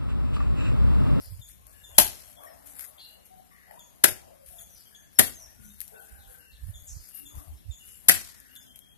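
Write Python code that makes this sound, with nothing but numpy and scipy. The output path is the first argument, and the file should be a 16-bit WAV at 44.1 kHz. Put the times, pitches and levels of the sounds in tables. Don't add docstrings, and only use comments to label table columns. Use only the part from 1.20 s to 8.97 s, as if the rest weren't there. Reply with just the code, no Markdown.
import sys
import numpy as np
from scipy import signal
from scipy.io import wavfile
from scipy.ndimage import uniform_filter1d

SR = 44100
rng = np.random.default_rng(int(sys.argv[2]) if len(sys.argv) > 2 else 0)


def elevation(decibels):
    levels = np.asarray(decibels, float)
    return 10 ** (levels / 20)


def waveform_to_disk(signal):
    frames = np.transpose(np.atleast_2d(signal))
    scaled = np.clip(frames, -1, 1) * 32767
    samples = np.round(scaled).astype(np.int16)
    wavfile.write(sys.argv[1], SR, samples)


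N = 342657
LEAD_S = .004


def evened(x):
    return x / np.sqrt(np.mean(x ** 2) + 1e-20)


def read(points, hz):
    f, value = np.transpose(points)
    return np.interp(np.log(hz + 1), np.log(f + 1), value)


def add(mix, s, sound):
    part = mix[..., round(s * SR):][..., :sound.shape[-1]]
    part += sound[..., :part.shape[-1]]


def colour(x, points):
    hz = abs(np.fft.fftfreq(8192, 1 / SR))
    log_gain = np.log(elevation(read(points, hz)))
    taps = np.fft.ifft(np.exp(np.conj(signal.hilbert(log_gain)))).real[:4096]
    taps = taps.reshape((1,) * (x.ndim - 1) + (-1,))
    return signal.oaconvolve(x, taps, axes=-1)[..., :x.shape[-1]]


def resonate(x, hz, width_hz):
    turn = np.exp(2j * np.pi * np.cumsum(hz * np.ones(len(x))) / SR)
    r = np.exp(-np.pi * width_hz / SR)
    return 2 * (turn * signal.lfilter([1 - r], [1, -r], x / turn)).real


def resonate_twice(x, hz, width_hz):
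    return resonate(resonate(x, hz, width_hz), hz, width_hz)


def swells(rows, still_db):
    t, level_db = np.arange(0, N + 64, 64) / SR, []
    for s, db, swell_s, fade_s in rows:
        spans = np.where(t < s, (s - t) / swell_s, (t - s) / fade_s)
        level_db.append(db - 20 * spans)
    return np.maximum(np.interp(np.arange(N) / SR, t, np.max(level_db, axis=0)), still_db)


def diffuse(points, patchy_db, size):
    # pitch_hz, correlation (0-1)
    likeness = [(60, 1), (200, 0.91), (500, 0.7), (1200, 0.56), (2500, 0.041), (8000, 0.074)]
    frames, hz = 4 * N // size + 5, np.fft.rfftfreq(size, 1 / SR)
    a, b, c, d, patches = rng.standard_normal((frames, len(hz), 5)).T
    patches = evened(uniform_filter1d(uniform_filter1d(patches, size=6, axis=0), size=20, axis=1))
    same = np.clip(read(likeness, hz), 0, 1)[:, None]
    left = a + 1j * b
    right = same * left + np.sqrt(1 - same ** 2) * (c + 1j * d)
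    z = np.array([left, right]) * elevation(read(points, hz)[:, None] + patchy_db * patches)
    return evened(signal.istft(z, nperseg=size, noverlap=3 * size // 4)[1][:, :N])


def yard(x, lumpy_db, far):
    # pitch_hz, t60_s
    decay = [(60, 0.22), (300, 0.23), (1000, 0.16), (3000, 0.18), (7000, 0.17), (12000, 0.14)]
    count = SR // 2
    taps = rng.standard_normal((2, count)) * (rng.random((2, count)) < .15)
    taps[1] = 0.16 * taps[0] + 1.2 * taps[1]
    taps *= elevation(lumpy_db * evened(uniform_filter1d(rng.standard_normal(count), size=40)))
    hz, t, z = signal.stft(taps, SR, nperseg=256)
    fade_db = -60 * t / (far * read(decay, hz)[:, None])
    tail = signal.istft(z * elevation(fade_db), SR, nperseg=256)[1]
    tail[:, :100] = 0
    tail[:, -4000:] *= np.linspace(1, 0, 4000) ** 2
    return signal.fftconvolve(x, tail / np.linalg.norm(tail[0]), axes=1)[:, :x.shape[1]]


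def burst(db, hz, width_s):
    t = np.arange(SR // 5) / SR - .1
    bell = np.exp(-np.log(16) * (t / width_s) ** 2)
    return elevation(db) * bell * np.cos(2 * np.pi * (hz * t + rng.random()))


def call(length_s, first_hz, last_hz, width_hz, db):
    t = np.arange(round(length_s * SR)) / SR
    glide_hz = np.linspace(first_hz, last_hz, len(t))
    tone = resonate_twice(rng.standard_normal(len(t)), glide_hz, width_hz)
    return elevation(db) * evened(tone) * signal.windows.tukey(len(t), .3)


def open_air():
    # pitch_hz, level_db
    air = [(40, -4.5), (150, 16), (400, 0), (700, -6.5), (1500, -6.5), (3000, -6), (6000, -10.5),
           (10000, -19), (15000, -21)]
    return elevation(-66.5) * diffuse(air, patchy_db=1.6, size=1024)


def wind():
    # pitch_hz, level_db
    turbulence = [(15, -33), (35, 0.5), (60, 8.5), (100, -0.5), (140, -14), (220, -25.5), (500, -47)]
    # peak_s, level_db, swell_and_fade_s, left_minus_right_db
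    gusts = [(.005, -22.5, 0.0096, -10.5), (0.128, -37, 0.098, -16.5), (0.198, -33.5, 0.019, 15),
             (0.426, -57, .2, -11), (.82, -33, 0.11, -4), (1.47, -61, .6, 13), (2.901, -63, 0.27, 8),
             (3.049, -58, 0.3, 13), (3.29, -55.5, 0.11, -5), (3.42, -52.5, 0.19, -12),
             (3.57, -55, 0.077, -9), (4.05, -58.5, 0.34, -2), (4.439, -51.5, 0.49, 8),
             (4.931, -49, 0.038, -6), (5.048, -60, 0.23, -27), (5.348, -54.5, 0.031, -20),
             (5.462, -45, 0.085, -29.5), (5.56, -44, 0.37, 2), (5.742, -39, 0.088, -13),
             (5.8, -44, 0.059, -13), (6.06, -53, 0.086, 10), (6.178, -31.5, 0.048, 6),
             (6.28, -52, 0.053, 28), (6.34, -39, 0.096, 4.5), (6.499, -42.5, 0.042, -35),
             (6.689, -51.5, 0.064, -11), (6.91, -54, 0.13, 14)]
    # time_s, level_db
    breeze = [(0, -54), (1.149, -66), (2, -68), (2.75, -70.5), (3.699, -72.5), (4.3, -58.5), (4.87, -88),
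              (6.8, -65), (7.77, -68)]
    breeze_db = np.interp(np.arange(N) / SR, *np.transpose(breeze))
    level_db = []
    for side in (.5, -.5):
        rows = [(s, db - 4 + side * pan_db, span_s, span_s) for s, db, span_s, pan_db in gusts]
        level_db.append(swells(rows, breeze_db + side * 7.5))
    noise = colour(rng.standard_normal((2, N)), turbulence)
    return elevation(np.array(level_db) - 5.5) * evened(noise)


def eddies():
    # peak_s, peak_db, pitch_hz, width_s, port (0 left, 1 right)
    vortices = [(0.079, -42, 81, 0.011, 1), (0.124, -30, 78, 0.0069, 1), (0.143, -34, 61, 0.013, 1),
                (3.293, -43.5, 64, 0.016, 1), (4.41, -45.5, 121, .01, 0), (4.449, -45, 69.3, .012, 0),
                (4.476, -48, 136, 0.0094, 0), (4.937, -40, 60.7, 0.038, 1), (5.001, -43, 78, .04, 1),
                (5.084, -42, 50.6, 0.044, 1), (5.341, -42, 62.5, 0.021, 1), (5.439, -27, 67.4, 0.024, 1),
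                (5.466, -35, 74, .012, 1), (5.491, -39, 175, 0.014, 1), (5.496, -25.5, 98, 0.028, 1),
                (5.563, -38, 65.5, 0.022, 1), (5.627, -40.5, 66, 0.011, 0), (5.727, -35, 64, 0.027, 1),
                (5.769, -28.5, 97, 0.0093, 1), (5.811, -44, 65, 0.021, 1), (6.182, -28, 70, 0.01, 0),
                (6.314, -34, 67.7, 0.057, 0), (6.339, -34.5, 68, 0.04, 1), (6.465, -35, 69, 0.015, 1),
                (6.497, -28.5, 85, 0.022, 1)]
    mix = np.zeros((2, N))
    for s, db, hz, width_s, port in vortices:
        cut = max(round((.1 - s) * SR), 0)
        add(mix[round(port)], max(s - .1, 0), burst(db - 5, hz, width_s)[cut:])
    return mix


def chip(db, hz, overtone_db, held_s):
    t = np.arange(round(.09 * SR)) / SR
    glide_hz = hz * (1.04 - .12 * (1 - np.exp(-t / .05)))
    after = np.maximum(t - held_s, 0)
    first, second = rng.standard_normal((2, len(t)))
    low = np.sin(2 * np.pi * np.cumsum(glide_hz) / SR)
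    low += 0.45 * evened(resonate_twice(first, glide_hz, 380))
    low *= np.clip(t / .008, 0, 1) * np.exp(-after / .012)
    high = evened(resonate_twice(second, 2 * glide_hz, 380))
    high *= np.clip(t / .014, 0, 1) * np.exp(-after / 0.058)
    return elevation(db - 3) * (low + elevation(overtone_db - 2.5) * high) * signal.windows.tukey(len(t), .1)


def birds():
    # start_s, peak_db, pitch_hz, overtone_rel_db, held_s
    chips = [(0.2138, -56.5, 3505, -4.5, 0.021), (0.637, -54, 3524, -7, 0.019),
             (2.59, -60, 3437, -0.5, 0.023), (3.383, -56.5, 3393, -1.5, 0.012),
             (3.7474, -55.5, 3320, -4.5, 0.0078), (5.5393, -58.5, 3460, -2.5, .03),
             (6.0558, -55.5, 3460, -3.5, 0.017), (6.509, -58, 3533, -0.5, 0.033),
             (7.356, -54, 3453, -8, 0.018)]
    # start_s, length_s, pitch_hz, level_db
    coos = [(2.09, 0.15, 744, -67.5), (3.078, 0.19, 558, -72.5), (3.289, 0.1, 699, -68),
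            (4.36, 0.14, 1455, -76.5), (4.383, 0.098, 206, -64.5), (4.671, 0.44, 792, -76.5),
            (4.717, 0.048, 445, -62.5), (5.07, 0.069, 485, -70.5), (1.051, 0.56, 278, -78.5),
            (5.969, 0.29, 287, -69.5), (7.094, .46, 256, -76.5)]
    # start_s, length_s, pitch_hz, level_db
    caws = [(.38, .15, 1100, -78), (0.522, 0.17, 1700, -74), (1.264, .027, 1840, -61.5),
            (1.2, 0.071, 1130, -63.5), (2.3, .08, 1150, -75), (3.7, 0.19, 1680, -74),
            (4.726, 0.11, 1510, -64.5), (4.853, 0.19, 1570, -71), (5.055, .21, 1567, -70.5),
            (5.2, 0.38, 1745, -80), (6.095, .06, 1240, -75), (6.165, .07, 1140, -70)]
    # start_s, length_s, first_hz, last_hz, level_db
    whistles = [(.527, 0.3, 2830, 2780, -76.5), (.9, 0.24, 3300, 3240, -81),
                (1.158, 0.042, 3366, 3360, -68.5), (1.25, 0.095, 5590, 5100, -76.5),
                (1.8, .18, 2780, 2880, -71.5), (3.487, 0.11, 5980, 5900, -71.5),
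                (3.654, 0.045, 3170, 3117, -72), (3.951, 0.045, 5500, 5200, -68.5),
                (4.13, 0.13, 6760, 5300, -65), (4.15, 0.14, 6500, 5400, -68),
                (4.435, 0.067, 5870, 6200, -71.5), (5.185, 0.15, 2800, 2700, -72),
                (5.912, 0.13, 2826, 2774, -70.5), (6.597, 0.052, 2930, 2730, -68),
                (6.65, 0.13, 3000, 2800, -74), (6.72, .065, 7350, 7300, -75),
                (.745, 0.028, 3150, 3400, -66), (6.312, .03, 3200, 3130, -81),
                (1.79, 0.068, 4500, 4300, -65), (1.795, .065, 4100, 4000, -65),
                (7.278, 0.092, 2754, 2940, -73.5), (7.455, .13, 3150, 3200, -69.5),
                (7.6, 0.15, 3230, 3270, -72), (7.405, 0.049, 5100, 5170, -76),
                (4.495, 0.03, 3600, 3700, -71), (4.26, .05, 1600, 1960, -73),
                (4.75, 0.074, 2700, 2550, -74), (6.35, 0.046, 5100, 5500, -80.5),
                (1.99, 0.074, 2840, 2850, -83)]
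    # start_s, length_s, first_hz, last_hz, level_db
    rasps = [(.0, 0.1, 5120, 4800, -68), (1.775, 0.058, 3300, 3440, -64), (1.785, 0.094, 4170, 4110, -64.5),
             (2.29, 0.26, 1945, 1787, -70), (2.555, 0.038, 907, 1000, -64.5),
             (6.37, 0.044, 3890, 3500, -76.5), (4.74, 0.084, 3460, 3050, -76.5),
             (3.544, 0.1, 4890, 4770, -71.5), (4.983, 0.089, 4140, 3120, -74.5),
             (5.311, 0.07, 4370, 3420, -72.5), (5.665, 0.053, 7400, 6950, -58),
             (5.678, 0.06, 6500, 6040, -59), (5.729, 0.17, 4850, 4930, -71.5),
             (7.078, 0.36, 1840, 1590, -71)]
    mix = np.zeros(N)
    for s, *rest in chips:
        add(mix, s - .004, chip(*rest))
    for s, length_s, hz, db in coos:
        add(mix, s, call(length_s, hz, hz, 39.5, db))
    for s, length_s, hz, db in caws:
        add(mix, s, call(length_s, hz, hz, 0.089 * hz, db))
    for table, blur in (whistles, 0.034), (rasps, 0.19):
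        for s, length_s, first_hz, last_hz, db in table:
            add(mix, s, call(length_s, first_hz, last_hz, blur * first_hz, db))
    return mix


def squeaks():
    # start_s, length_s, slip_rate_hz, level_db
    slips = [(1.617, 0.08, 1745, -75), (3.27, .09, 1742, -75.5), (3.375, .07, 1742, -77),
             (5.941, 0.069, 1740, -67.5), (6.64, 0.11, 830, -81), (7.3, .1, 1742, -81.5)]
    mix = np.zeros(N)
    for s, length_s, hz, db in slips:
        for k in np.arange(9000 // hz + 1, 14000 // hz + 1):
            add(mix, s, call(length_s, k * hz, k * hz, 150, db + 3 * rng.standard_normal()))
    return mix


def in_yard(mono):
    direct = np.array([mono, np.roll(mono, 4)])
    return elevation(3.5) * direct + yard(mono[None], lumpy_db=4.5, far=3.1)


def rubbing():
    # pitch_hz, level_db
    scrape = [(500, -41), (1500, 1.5), (3000, -8.5), (5000, -7), (8000, -1), (12000, -1.5), (15000, 1)]
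    # peak_s, level_db, swell_s, fade_s
    strokes = [(.016, -51, 0.042, 0.66), (.288, -49.5, 0.033, 0.17), (.47, -55.5, .004, 4.3),
               (.77, -48, 0.11, 0.49), (1.12, -53, 0.94, 0.14), (1.25, -52.5, 0.067, 0.25),
               (1.462, -46, 0.0072, 0.4), (1.645, -40.5, 0.23, 0.074), (1.84, -54.5, .1, 0.35),
               (2.058, -54, 0.016, 0.088), (2.512, -58.5, .006, .9), (3.26, -49.5, 0.003, 0.5),
               (3.408, -46, 0.14, 0.079), (3.58, -55.5, 1, .8), (3.93, -59, 0.044, 0.55),
               (4.2, -55.5, 0.43, 0.63), (4.44, -52.5, 0.15, 1.3), (4.598, -51, 0.036, 0.64),
               (4.85, -54, 1, 1.1), (5.13, -52.5, 0.3, 0.28), (5.49, -53.5, 0.24, 0.17),
               (5.78, -53, 1, 0.35), (5.86, -50, 0.17, 0.76), (5.98, -47.5, 0.2, .1),
               (6.156, -50.5, 0.0046, 0.4), (6.68, -50.5, 0.26, 0.69), (7.12, -60, .6, 1.5),
               (7.37, -53, 0.085, 0.038), (7.434, -55, 0.11, 0.23), (7.558, -55.5, 0.0081, 0.099)]
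    # pitch_hz, level_db
    shuffle = [(100, -23), (300, -14.5), (650, 3.5), (1200, -10.5), (2200, -17.5), (4000, -28.5)]
    # peak_s, level_db, swell_s, fade_s
    shifts = [(.01, -65.5, 0.056, 0.29), (.466, -69.5, 0.037, 1), (.714, -61, 0.05, 0.36),
              (1.02, -65.5, 0.99, 0.36), (1.22, -60, 0.097, 1.2), (1.614, -66.5, .4, .9),
              (1.806, -63.5, 0.37, 0.038), (2.02, -67.5, 0.53, 0.019), (2.516, -62.5, 0.092, 0.37),
              (3.08, -63.5, 0.99, 0.22), (3.408, -69, 0.26, 0.8), (4.2, -67.5, 0.5, 0.53),
              (4.74, -66.5, 0.24, 0.34), (5.13, -67.5, 0.63, 0.29), (5.78, -71, 1, 0.045),
              (6.15, -62, 0.074, 0.35), (6.87, -66, 0.13, 0.22), (7.558, -69, .02, .015)]
    grit = elevation(2.6 * evened(uniform_filter1d(rng.standard_normal(N), size=60)))
    grains = elevation(swells(strokes, -76) - 9) * grit * diffuse(scrape, patchy_db=2.5, size=256)
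    return grains + elevation(swells(shifts, -79.5) + 1.5) * diffuse(shuffle, patchy_db=3, size=1024)


def taps_on_log():
    # peak_s, peak_db, pitch_hz
    nut_taps = [(.694, -54.5, 480), (1.034, -56.5, 600), (1.196, -53, 900), (1.235, -57, 1500),
                (2.512, -46.5, 800), (2.511, -48.5, 1870), (2.542, -46, 820), (2.2, -53, 700),
                (2.527, -51, 750)]
    mix = np.zeros((2, N))
    for s, db, hz in nut_taps:
        add(mix, s - .1, burst(db, hz, .004) * np.array([[1], [.3]]))
    return mix


def snap(db, low_db):
    # pitch_hz, level_db
    tick_tone = [(500, -22), (3000, -3.5), (7000, -2.5), (9500, 1.5), (15000, 5.5)]
    t = np.arange(2000) / SR
    tick = rng.standard_normal((2, len(t))) * np.exp(-t / .001)
    tick /= abs(tick).max(axis=1, keepdims=True)
    push = rng.standard_normal(len(t)) * np.exp(-t / .001)
    knock = resonate(resonate(push, 1930, 750), 2000, 1200)
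    after = 0.048 * rng.standard_normal((2, len(t))) * np.exp(-t / 0.037)
    return elevation(db - 10) * colour(tick + after, tick_tone) + elevation(db + low_db - 2.5) * knock / abs(knock).max()


def snaps():
    # start_s, peak_db, low_part_rel_db
    single = [(0.4678, -35, -36), (1.2364, -37, -13), (1.4576, -44, -23.5), (1.5938, -23, -12),
              (1.6084, -25, -16), (2.052, -46, -36), (2.5108, -40.5, -7), (2.594, -37.5, -24),
              (2.76, -44, -30), (3.2615, -40.5, -35), (6.1534, -37, -38), (7.2015, -34, -26),
              (7.3535, -36, -35), (7.3622, -30, -35.5), (7.559, -30, -34), (7.5903, -32.5, -29)]
    # start_s, peak_db, low_part_rel_db
    prising = [
        (4.6043, -18, -40),
        (4.6128, -25, -26),
        (4.6152, -23, -13),
        (4.6522, -35, -28),
        (4.679, -28, -40),
    ]
    mix = np.zeros((2, N))
    for s, *rest in [*single, *prising]:
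        add(mix, s + 0.00029, snap(*rest))
    return mix


def ripping(begin_s, t):
    # start_s, level_rel_tearing_db, fade_s, right_minus_left_db
    bundles = [(0.7801, -26, .003, 3), (.796, -6, .0008, -6), (0.7983, -6, .0008, -8),
               (0.802, -7, .001, -6), (.810, -10, .001, -6), (.8152, -11, .001, -2), (2.8362, -26, .003, 4),
               (2.8444, -5, .002, -4), (2.8498, -6.5, .0012, -7), (3.986, -20, .003, 2),
               (3.994, -4, .0012, 4), (4.0156, -14, .001, -2), (4.0212, -14, .001, -4),
               (6.8822, -28, .003, 5), (6.895, -5, .002, 9.5), (6.910, -13, .001, -3),
               (6.9219, -16.5, .001, -2.5)]
    extra = np.zeros((2, len(t)))
    for s, db, fade_s, right_db in bundles:
        if s > begin_s:
            since = t - (s - begin_s)
            shape = np.clip(since / .0003, 0, 1) * np.exp(-np.maximum(since, 0) / fade_s)
            extra += elevation(np.array([[db], [db + right_db]])) * shape
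    return extra


def body_ring(t, near, other, stop_s, knock_hz, knock_db, thud_db, jolt_db, right_db):
    # pitch_hz, width_hz, level_db
    modes = [(77, 96, -10), (239, 82, -12), (370, 220, -7.5), (676, 280, -1)]
    after = np.maximum(t - stop_s, 0)
    load = np.clip(t / stop_s, 0, 1) ** 2.1
    load *= np.exp(-after / 0.0061) + elevation(-10) * np.exp(-after / .024)
    push = load * near
    jolt = push + elevation(jolt_db) * np.exp(-((t - stop_s) / 0.0001) ** 2)
    thud = sum(elevation(db) * resonate(push + 0.49 * jolt, hz, width_hz) for hz, width_hz, db in modes)
    left = resonate(jolt, knock_hz, 300)
    right = elevation(right_db) * resonate(0.71 * jolt + 0.41 * load * other, knock_hz, 300)
    return elevation(thud_db + 8) * thud * elevation(np.array([[0], [1.]])) + elevation(knock_db + 4) * np.array([left, right])


def falling_debris(t, other, debris_db):
    # pitch_hz, level_db
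    crumbs = [(300, -15), (1500, -2.5), (3000, -4), (5500, 0), (8000, -3), (11500, -11), (15000, -11.5)]
    level_db = debris_db - 79 * t + 2.8 * evened(uniform_filter1d(other, size=150))
    return colour(rng.standard_normal((2, len(t))), crumbs) * elevation(level_db) * np.clip(t / 0.019, 0, 1)


def ground_boom(t, other, stop_s, boom_db):
    sinking_hz = 68 + (166 - 68) * np.exp(-np.maximum(t - stop_s, 0) / 0.027)
    boom = evened(resonate_twice(other, sinking_hz, 82))
    boom *= np.clip(t / 0.017, 0, 1) * elevation(boom_db - 124.5 * t)
    return boom * elevation(np.array([[0], [-4.]]))


def chop(start_s, slowing_db_per_s, force_db, tearing_s, rise_s, knock_hz, knock_db, thud_db, stop_s,
         debris_db, jolt_db, right_db, boom_db):
    # pitch_hz, level_db
    tear_tone = [(40, -25), (200, -8.5), (700, -11.5), (1800, 2), (3000, 0.5), (6000, -3.5), (10000, -1),
                 (15000, 0)]
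    t = np.arange(SR // 2) / SR
    rips = ripping(start_s - LEAD_S, t)
    t = t - LEAD_S
    stroke_db = -np.maximum(t - tearing_s, 0) * 5000 - slowing_db_per_s * t
    stroke = np.clip(t / rise_s, 0, 1) ** 2 * elevation(stroke_db)
    near, other = rng.standard_normal((2, len(t))) * elevation(3.7 * rng.standard_normal((2, len(t))))
    breaks = (stroke + rips) * np.array([near, .6 * np.roll(near, 1) + 0.95 * other])
    tear = colour(breaks, tear_tone)
    body = body_ring(t, near, other, stop_s, knock_hz, knock_db, thud_db, jolt_db, right_db)
    echoes = elevation(-7.5) * yard(tear + 0.33 * body, lumpy_db=2.8, far=1.59)
    blow = tear + body + echoes + falling_debris(t, other, debris_db)
    return elevation(force_db - 12) * blow + ground_boom(t, other, stop_s, boom_db)


def chops():
    # start_s, force_db, tearing_s, rise_s
    blows = [
        (.782, 2, 0.0055, 0.00081),
        (2.838, -3.5, 0.0066, 0.0012),
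        (3.9875, -4, 0.0085, 0.0013),
        (6.8845, -3.5, 0.014, 0.001),
    ]
    # knock_hz, knock_db, log_thud_db, blade_stop_s, debris_db
    cuts = [
        (840, -6, -7, .003, -27),
        (1577, 3.5, -3, .0052, -33.5),
        (1750, 3, -1, .0085, -27.5),
        (1880, 4.5, -7, 0.0112, -21),
    ]
    # jolt_db, right_port_knock_db, boom_db
    stops = [
        (18.5, -18, -35),
        (18, -9.5, -39.5),
        (12, -10.5, -36.5),
        (19.5, -3, -37),
    ]
    slowing = [50, 200, 50, 400]
    mix = np.zeros((2, N))
    for (s, *blow), cut, stop, slowing_db_per_s in zip(blows, cuts, stops, slowing):
        add(mix, s - LEAD_S, chop(s, slowing_db_per_s, *blow, *cut, *stop))
    return mix


def scene():
    background = open_air() + wind() + eddies() + in_yard(birds() + squeaks())
    return background + rubbing() + taps_on_log() + snaps() + chops()


def drop_common(x):
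    # start_s, length_s, low_hz, high_hz
    dropouts = [(.803, .018, 3450, 4400), (.835, .035, 5050, 5300), (.88, .03, 3200, 3500),
                (.905, .05, 4650, 5050), (2.85, .012, 2900, 3200), (3.983, .012, 3900, 5100),
                (4.006, .022, 3700, 4000), (4.008, .022, 4800, 5050), (4.04, .035, 3000, 3300),
                (4.06, .03, 4900, 5400), (6.885, .022, 2200, 4350), (6.9, .025, 3200, 3500),
                (6.89, .03, 6800, 7150)]
    common = np.zeros(N)
    middle = x.mean(axis=0)
    for s, length_s, low_hz, high_hz in dropouts:
        sos = signal.butter(6, [low_hz, high_hz], "band", fs=SR, output="sos")
        band = signal.sosfiltfilt(sos, middle[round(s * SR) - 2000:][:6000])
        count = round(length_s * SR)
        add(common, s, band[2000:2000 + count] * signal.windows.tukey(count, .2))
    return x - .98 * common


def thin_out(x, margin_db, spread_db, dip_db):
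    sine = np.sin(np.pi * (np.arange(2048) + .5) / 2048)
    z = signal.stft(x, SR, sine, nperseg=2048, noverlap=1024)[2]
    power = (abs(z[:, :640].reshape(2, 160, 4, -1)) ** 2).sum(axis=(0, 2))
    level_db = 10 * np.log10(power + 1e-20)
    exposed = np.arange(24, 90)
    slope_db = spread_db * abs(np.subtract.outer(exposed, np.arange(16, 160)))
    mask_db = (level_db[None, 16:] - slope_db[..., None]).max(axis=1) - margin_db
    around_db = uniform_filter1d(level_db, size=41, axis=0)[exposed]
    mask_db = np.maximum(mask_db, around_db - dip_db)
    over_db = (level_db[exposed] - mask_db).reshape(22, 3, -1).mean(axis=1)
    over_db += 4 * abs(np.linspace(-1, 1, 22))[:, None] ** 3
    over_db[[10, 14]] -= [[1.5], [2.5]]
    waver = uniform_filter1d(rng.standard_normal(over_db.shape), size=2, axis=1)
    top_db = level_db[16:].max(axis=0)
    steady = top_db < np.minimum(np.roll(top_db, 2), np.roll(top_db, 3)) + 14
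    muted = steady & (over_db < 4.5 * waver)
    z[:, 96:360] *= np.repeat(~muted, 12, axis=0)
    return signal.istft(z, SR, sine, nperseg=2048, noverlap=1024)[1][:, :N]


def low_pass(x):
    return signal.sosfilt(signal.butter(12, 15500, fs=SR, output="sos"), x)


def record(dry):
    # pitch_hz, gain_db
    left_port = [(50, 4), (600, 7), (2500, 7), (5000, 7), (8000, 8), (10000, 15), (11600, 21.5),
                 (13500, 12), (16000, 3.5)]
    # pitch_hz, gain_db
    right_port = [(50, 3.5), (2500, 0), (5000, 5.5), (8000, 6), (9500, 7.5), (11600, 3.5), (13500, -3),
                  (16000, -0.5)]
    notched = dry[1] - .8 * resonate(dry[1], 12250, 420)
    ports = np.array([colour(dry[0], left_port), -colour(notched, right_port)])
    edge = signal.firwin(511, 14300, window=("kaiser", 8), fs=SR)
    limited = signal.oaconvolve(ports, edge[None], "same", axes=1)
    clipped = np.clip(limited, -1, 1)
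    mix = thin_out(drop_common(clipped), margin_db=17, spread_db=.35, dip_db=3.2)
    return low_pass(mix)


dry = scene()
out = record(dry)
waveform_to_disk(out)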